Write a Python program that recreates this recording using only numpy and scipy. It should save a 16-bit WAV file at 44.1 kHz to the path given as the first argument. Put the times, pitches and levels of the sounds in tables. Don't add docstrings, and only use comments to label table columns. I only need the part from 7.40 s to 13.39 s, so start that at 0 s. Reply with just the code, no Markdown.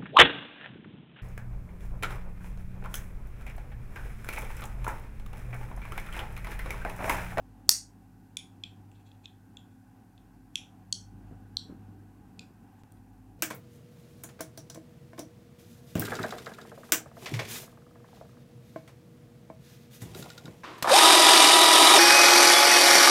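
import sys
import numpy as np
from scipy import signal
from scipy.fft import rfft, irfft, next_fast_len
from scipy.io import wavfile
from scipy.ndimage import map_coordinates

SR = 44100
rng = np.random.default_rng(int(sys.argv[2]) if len(sys.argv) > 2 else 0)


def pcm_store(signal):
    levels = np.round(np.clip(np.atleast_2d(signal), -1, 1) * 32767)
    wavfile.write(sys.argv[1], SR, levels.astype(np.int16).T)


def to_linear_factor(level_db):
    exponent = np.asarray(level_db, float) / 20
    return 10 ** exponent


N = 264159


def unit(x):
    return x / np.sqrt(np.mean(x ** 2) + 1e-20)


def along(points, hz):
    f, v = np.transpose(points)
    return np.interp(np.log(hz + 1), np.log(f + 1), v)


def wobble(rate):
    knots = rng.standard_normal(int(N * rate / SR) + 4)
    return map_coordinates(knots, [np.arange(N) * rate / SR])


def swing(rows):
    s, db = np.transpose(rows)
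    curve = np.interp(np.arange(N) / SR, s, db)
    return curve - curve.mean()


def filtered(x, response):
    m = next_fast_len(len(x) + 8192)
    return irfft(rfft(x, m) * response(np.fft.rfftfreq(m, 1 / SR)), m)[:len(x)]


def shaped(noise, points):
    return unit(filtered(noise, lambda hz: to_linear_factor(along(points, hz))))


def resonances(peaks):
    def response(f):
        total = 0
        for k, (centre, width, db) in enumerate(peaks):
            loss = 1j * f * width
            total = total + (-1) ** k * to_linear_factor(db) * loss / (centre * centre - f * f + loss)
        return total
    return response


def add(track, s, sound):
    part = track[round(s * SR):][:len(sound)]
    part += sound[:len(part)]


def tone(hz, drift, unsteady_db):
    level = np.sqrt(2) * to_linear_factor(unsteady_db * wobble(2.6))
    phase = 2 * np.pi * hz * np.arange(N) / SR + drift * wobble(0.96)
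    return level * np.sin(phase + rng.uniform(0, 2 * np.pi))


def house():
    # t/s, level/dB
    load = [(0.0, -58), (0.43, -58.5), (0.85, -60), (1.23, -57.5), (1.43, -58), (1.92, -58.5), (2.38, -60),
            (2.83, -60), (3.49, -58), (3.87, -55), (3.99, -57), (4.44, -54), (4.77, -56), (5.15, -55),
            (5.7, -58.5), (5.99, -58.5)]
    # t/s, level/dB
    flow = [(0.0, -79), (1.87, -81.5), (2.02, -78), (2.69, -79), (3.14, -79.5), (3.64, -79.5), (3.99, -77),
            (4.35, -77.5), (4.85, -78.5), (5.25, -78.5), (5.41, -78.5), (5.99, -82)]
    # t/s, level/dB
    draw = [(0.0, -59), (0.98, -61.5), (1.23, -57.5), (1.43, -56.5), (2.07, -58.5), (2.59, -64),
            (3.28, -62), (3.62, -57), (3.84, -56), (4.37, -58.5), (4.49, -55), (5.02, -63), (5.72, -59),
            (5.99, -58.5)]
    # f/Hz, level/dB per Hz
    rumble_colour = [(25, -35.5), (42, -5.5), (62, -8.5), (144, -7), (185, -2), (290, -5.5), (520, -23),
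                     (1000, -86.5)]
    # f/Hz, width/Hz, level/dB
    duct_modes = [(448.2, 240, -9.5), (748, 54.1, 4), (822, 79, 2), (1050, 190, -7), (1340, 200, -12.5),
                  (1940, 180, -17.5), (2590, 500, -19.5)]
    # f/Hz, level/dB per Hz
    hiss_colour = [(710, -39.5), (1200, -15), (1560, -4.5), (1770, -7), (2900, -20.5), (4800, -15.5),
                   (14000, -15), (16000, -20.5)]
    # multiple of shaft speed, level/dB rms
    orders = [(3, -63), (4, -70), (5, -64), (6, -70), (7, -62), (8, -67)]
    # f/Hz, level/dB rms
    hum_lines = [(47.6, -65.5)]
    shaft_hz, mains_hz = 36.93, 99.9

    load_db, flow_db = swing(load), swing(flow)
    rumble_db = -58 + 1.3 * load_db
    mains_db = -58.5 + 1.5 * swing(draw)
    duct_db = -67.5 + 0.21 * flow_db + 0.6 * load_db
    grille_db = -77.5 + 1.8 * flow_db

    noise = rng.standard_normal((4, N))
    rumble = to_linear_factor(rumble_db - 2.0 + 2.0 * wobble(12)) * shaped(noise[0], rumble_colour)
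    duct = to_linear_factor(duct_db + 1.1 * wobble(7)) * unit(filtered(noise[1], resonances(duct_modes)))
    hiss = to_linear_factor(-75.5) * shaped(noise[2], hiss_colour)
    whistle = resonances([(1462, 52, -0.5), (1600, 150, -4.5)])
    grille = to_linear_factor(grille_db - 1.0) * unit(filtered(noise[3], whistle))
    fan = sum(to_linear_factor(db - 2) * tone(k * shaft_hz, drift=0.34, unsteady_db=-2.5) for k, db in orders)
    hum = sum(to_linear_factor(db) * tone(hz, drift=0.4, unsteady_db=-5.5) for hz, db in hum_lines)
    hum *= to_linear_factor(0.57 * (mains_db + 59))
    mains = to_linear_factor(mains_db) * tone(mains_hz, drift=0.46, unsteady_db=-1.1)
    return rumble + duct + grille + hiss + fan + hum + mains


def thuds():
    # t/s, peak level/dB, f/Hz, length/cycles
    knocks = [(.293, -36, 329.9, .35), (3.753, -47.5, 109.1, 1.1), (3.914, -40, 214.3, 0.42),
              (3.915, -55, 645, 2.2), (3.926, -36.5, 150, 0.39), (4.3, -32.5, 236, 0.42),
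              (4.311, -36, 150, 0.39), (4.327, -41, 264, .8), (4.35, -41, 200, .38),
              (4.489, -45.5, 200, 1.2), (5.016, -51, 181, 0.56), (5.108, -49, 298, 0.85)]
    # f/Hz, level/dB per Hz
    rustle_colour = [(100, -5.5), (300, 1), (700, -14.5), (1300, -17.5), (2200, -32.5), (4000, -70)]
    rustle_db, rustle_s = -19, 0.03493
    out, t = np.zeros(N), np.arange(-2048, 2048) / SR
    rustle_fade = np.exp(-(t / rustle_s) ** 2 * np.where(t < 0, 9, 2))
    for s, db, hz, cycles in knocks:
        low = -np.sin(2 * np.pi * hz * t) * np.exp(-(t * hz / cycles) ** 2)
        rustle = shaped(rng.standard_normal(len(t)), rustle_colour) * rustle_fade
        add(out, s - 2048 / SR, to_linear_factor(db) * (low + to_linear_factor(rustle_db) * rustle))
    return out


def room(sound, wet_db, spread=None):
    # f/Hz, t60/s
    decay = [(1000, .36), (2500, .36), (5000, .37), (8000, 0.4), (11500, .29), (16000, .23)]
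    # delay/s, level/dB
    walls = [(.0117, -15), (.0145, -15), (.0207, -11), (.025, -12), (.028, -14), (.0325, -15)]
    hz, t, z = signal.stft(rng.standard_normal(SR // 2), SR, nperseg=256)
    fade = to_linear_factor(-60 * t * (1 + t / 0.41) / along(decay, hz)[:, None])
    tail = signal.istft(z * fade, SR, nperseg=256)[1][:SR // 2]
    t = np.arange(len(tail)) / SR
    tail *= 1 - np.exp(-(t / 0.011) ** 2)
    tail /= np.linalg.norm(tail)
    answer = tail * (1 if spread is None else 0.3)
    for delay, db in walls:
        answer[round(delay * SR)] += to_linear_factor(db - 0.04 + rng.normal(0, 0.72))
    answer *= to_linear_factor(wet_db)
    answer[0] = 1
    heard = signal.fftconvolve(sound, answer)
    if spread is not None:
        diffuse = filtered(tail, spread)
        diffuse /= np.linalg.norm(diffuse)
        add(heard, 0, to_linear_factor(wet_db) * np.linalg.norm(sound) * diffuse)
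    return heard


def slips():
    # t/s, level/dB, length/s, brightness/dB, depth/dB
    slides = [(0.285, -58, 0.0021, 4.5, -22.5), (1.517, -68, 0.0019, 2, 2), (1.559, -70.5, 0.016, -18, -3),
              (1.603, -82, 0.023, -2, 6), (1.671, -70, 0.017, -5.5, -5), (1.692, -74, 0.0045, -8, 0),
              (1.744, -86, 0.034, -10, 7), (1.849, -64.5, 0.014, -6, -1), (2.32, -80, .015, -3, -4),
              (3.149, -76, .012, 0, -12), (5.4, -81.5, 0.019, 3, -3), (5.506, -77, .003, -9, -1.5),
              (5.573, -76, .004, -6, -5)]
    # f/Hz, width/Hz, level/dB
    held_deep = [(2580, 460, 0)]
    held_low = [(3310, 210, 6.5), (4230, 830, 1.5)]
    held_high = [(5700, 810, -14), (7500, 1100, -11)]
    lead_s = 0.04
    out, t = np.zeros(N), np.arange(4096) / SR - lead_s

    def through(grains, peaks):
        return unit(filtered(grains, lambda hz: resonances(peaks)(hz) ** 2))

    for s, db, length, bright_db, deep_db in slides:
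        grains = rng.standard_normal(len(t)) * to_linear_factor(2.5 * rng.standard_normal(len(t)))
        wire = to_linear_factor(deep_db) * through(grains, held_deep) + through(grains, held_low)
        wire = wire + to_linear_factor(bright_db) * through(grains, held_high)
        burst = to_linear_factor(db) * np.exp(-2 * (t / length) ** 2) * wire
        add(out, s - lead_s, room(burst, wet_db=-7.5))
    return out


def all_round(modes):
    def spread(hz):
        power = 0
        for centre, db, t60, side_db in modes:
            peak_db = db + 14 * np.log10(t60 / 0.015) + 0.6 * np.log2(centre / 3400) + side_db
            width = 90.06 + 4.3 / t60
            power = power + to_linear_factor(2 * peak_db) / (1 + ((hz - centre) / width) ** 2) ** 2.8
        return np.sqrt(power)
    return spread


def snaps():
    # t/s, blow level/dB, contact time/s, grip closing time/s,
    # room level/dB
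    blows = [(0.2916, 5.5, .0005, 0.0042, -9.5), (0.9691, -17, 0.00059, 0.0061, -12.5),
             (1.2363, -25.5, .0007, 0.0072, -12), (1.7158, -47.5, 0.00091, 0.0033, -17),
             (1.8565, -34, .00042, 0.0053, -13.5), (2.170, -35, 0.00046, .0049, -11),
             (2.778, -51.5, .00055, 0.005, -10), (3.1557, -12, 0.001, 0.0026, -12),
             (3.5255, -12.5, 0.00073, 0.0066, -13), (4.1687, -9, 0.0013, 0.0019, -13.5),
             (4.9927, -32, 0.00078, 0.0046, -10), (5.5208, -43.5, .0006, .0032, -11)]
    # f/Hz, level/dB, t60/s, level sent sideways to the walls/dB
    open_hold = [(150, -41, 0.027, -9), (475, -29.5, 0.0045, -5.5), (754, -29.5, .014, -9.5),
                 (1350, -26, 0.0071, 0), (1713, -26, .012, 3.5), (2150, -26, .01, 4.5),
                 (2795, -27, .013, 3), (3510, -24, .022, 0.5), (4640, -3, 0.01, -8),
                 (5060, -4.5, .0068, 4.5), (5906, -8, .008, 7.5), (6827, -14.5, 0.015, 8.5),
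                 (8420, -10.5, .0046, 9), (9700, -14.5, 0.012, 5.5), (11120, -15.5, .012, 4),
                 (12880, -24.5, .25, 0.5), (14080, -14.5, 0.0045, 1), (15130, -13, 0.0039, -3)]
    pinched = [(1500, -35, 0.013, 2), (2396, -13.5, 0.026, 9), (3480, -1.6, 0.018, 4.5),
               (4840, -14.5, 0.01, 2), (5500, -3.5, .005, -3), (6880, -5.5, 0.01, 0.5),
               (8050, -2.5, 0.004, -12), (9600, -5.5, 0.009, 2), (10940, -20, .025, 6),
               (12800, -23, .012, -2), (15445, -31, .012, -6)]
    covered = [(2500, -10, .041, 2.5), (3310, 2, .024, -1), (4130, -7, 0.012, -4), (4900, -8, .009, -10),
               (5600, -17.5, .013, -1), (7500, -20.5, 0.023, 2), (9900, -34, .008, 0),
               (12500, -42, .006, 0)]
    cupped = [(2600, -10, 0.043, 3), (3484, 4.5, 0.015, 7), (4180, -7.5, 0.012, -2),
              (5400, -12.5, .009, -4), (6860, -17, .014, 0), (9100, -29, .008, 0)]
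    pressed = [(2760, -13, 0.036, 3), (3413, 3.5, .017, 0), (5050, -25, .011, -3), (7300, -6, .01, -2),
               (8900, -38, .01, 0)]
    squeezed = [(1960, -28, 0.0091, 3), (2656, -2, .015, 0), (2970, -19, .017, 9), (3370, 0, 0.017, 2.5),
                (4400, -13, .0066, -7), (5820, -6.5, 0.0088, 1.5), (6200, -15, .008, 0),
                (7120, -7.5, 0.0084, -4), (9160, -16.5, 0.0096, -3), (10900, -19.5, 0.013, 6),
                (13660, -36, .011, 0), (15710, -39, .011, 0)]
    lifted = [(1700, -41.5, 0.037, -6), (3280, -11, 0.027, 2), (4434, -1.3, 0.024, -3),
              (5730, -7.5, 0.0067, 8), (6460, -3.5, 0.01, -1), (7970, -4.3, 0.0066, -6),
              (9080, -17, .011, 2), (9900, -22, 0.022, 6), (11100, -25, 0.008, 3), (13000, -33, .008, 0),
              (15700, -34, .01, 0)]
    tilted = [(3435, -8, 0.019, 3), (4155, 4, 0.016, -3), (5660, -10, 0.017, 0), (7600, -20, 0.012, 4),
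              (8700, -14.5, 0.0064, -4), (11300, -32, .01, 4), (13100, -35, .012, 0), (14900, -42, .01, 0)]
    slack = [(2550, -3, 0.035, 5), (3600, -2, 0.01, -1), (4180, -0.5, .009, -4), (4950, -2, 0.0067, 3),
             (6950, -9.5, .015, -1), (7570, -8.5, .012, -1), (9000, -13, .01, 0), (11000, -23, .008, 0),
             (14500, -28, .006, -6)]
    ring_only = [(3350, -17, .012, -9), (5900, -12, .012, -6), (9100, -5, 0.01, 3), (12540, -13, .01, 0),
                 (14100, -10, .008, -6), (15400, -9, .008, -6)]
    holds = [open_hold, pinched, covered, cupped, cupped, pressed,
             cupped, squeezed, lifted, tilted, slack, ring_only]
    rattle_db, rattle_t60 = -7, 0.016
    out, t = np.zeros(N), np.arange(4096) / SR
    for (s, db, contact, closing, wet_db), modes in zip(blows, holds):
        damping = -60 * t * (0.37 + t / closing)
        ring = sum(to_linear_factor(level + damping / t60) * np.sin(2 * np.pi * hz * t) for hz, level, t60, _ in modes)
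        below, above = (0.88 * modes[0][0], -70), (1.15 * modes[-1][0], -70)
        reach = [below] + [mode[:2] for mode in modes] + [above]
        rattle = shaped(rng.standard_normal(len(t)), reach)
        blow = ring + to_linear_factor(rattle_db + damping / rattle_t60) * rattle
        blow *= 1 - np.exp(-(t / contact) ** 2)
        add(out, s, room(to_linear_factor(db - 3.5) * blow, wet_db, all_round(modes)))
    return out


def scene():
    return (snaps() + slips() + thuds() + house())[None]


def top_cut(x):
    return signal.sosfilt(signal.butter(12, 16150, fs=SR, output="sos"), x)


def record(dry):
    # t/s, half length/s, depth/dB
    dips = [
        (0.9661, 0.0032, -31),
        (5.43, 0.0039, -10),
    ]
    t = np.arange(N) / SR
    wet = dry * to_linear_factor(sum(db * np.exp(-((t - s) / half) ** 4) for s, half, db in dips))
    step_s = 5.4355
    wet = wet + to_linear_factor(-42) * (t > step_s) * np.exp(-np.abs(t - step_s) / 0.0012)
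    clipped = np.clip(wet[0], -1, 1)
    mix = filtered(clipped, lambda hz: to_linear_factor(np.interp(hz, [15800, 16700], [0, -45])))[None]
    return top_cut(mix)


dry = scene()
out = record(dry)
pcm_store(out)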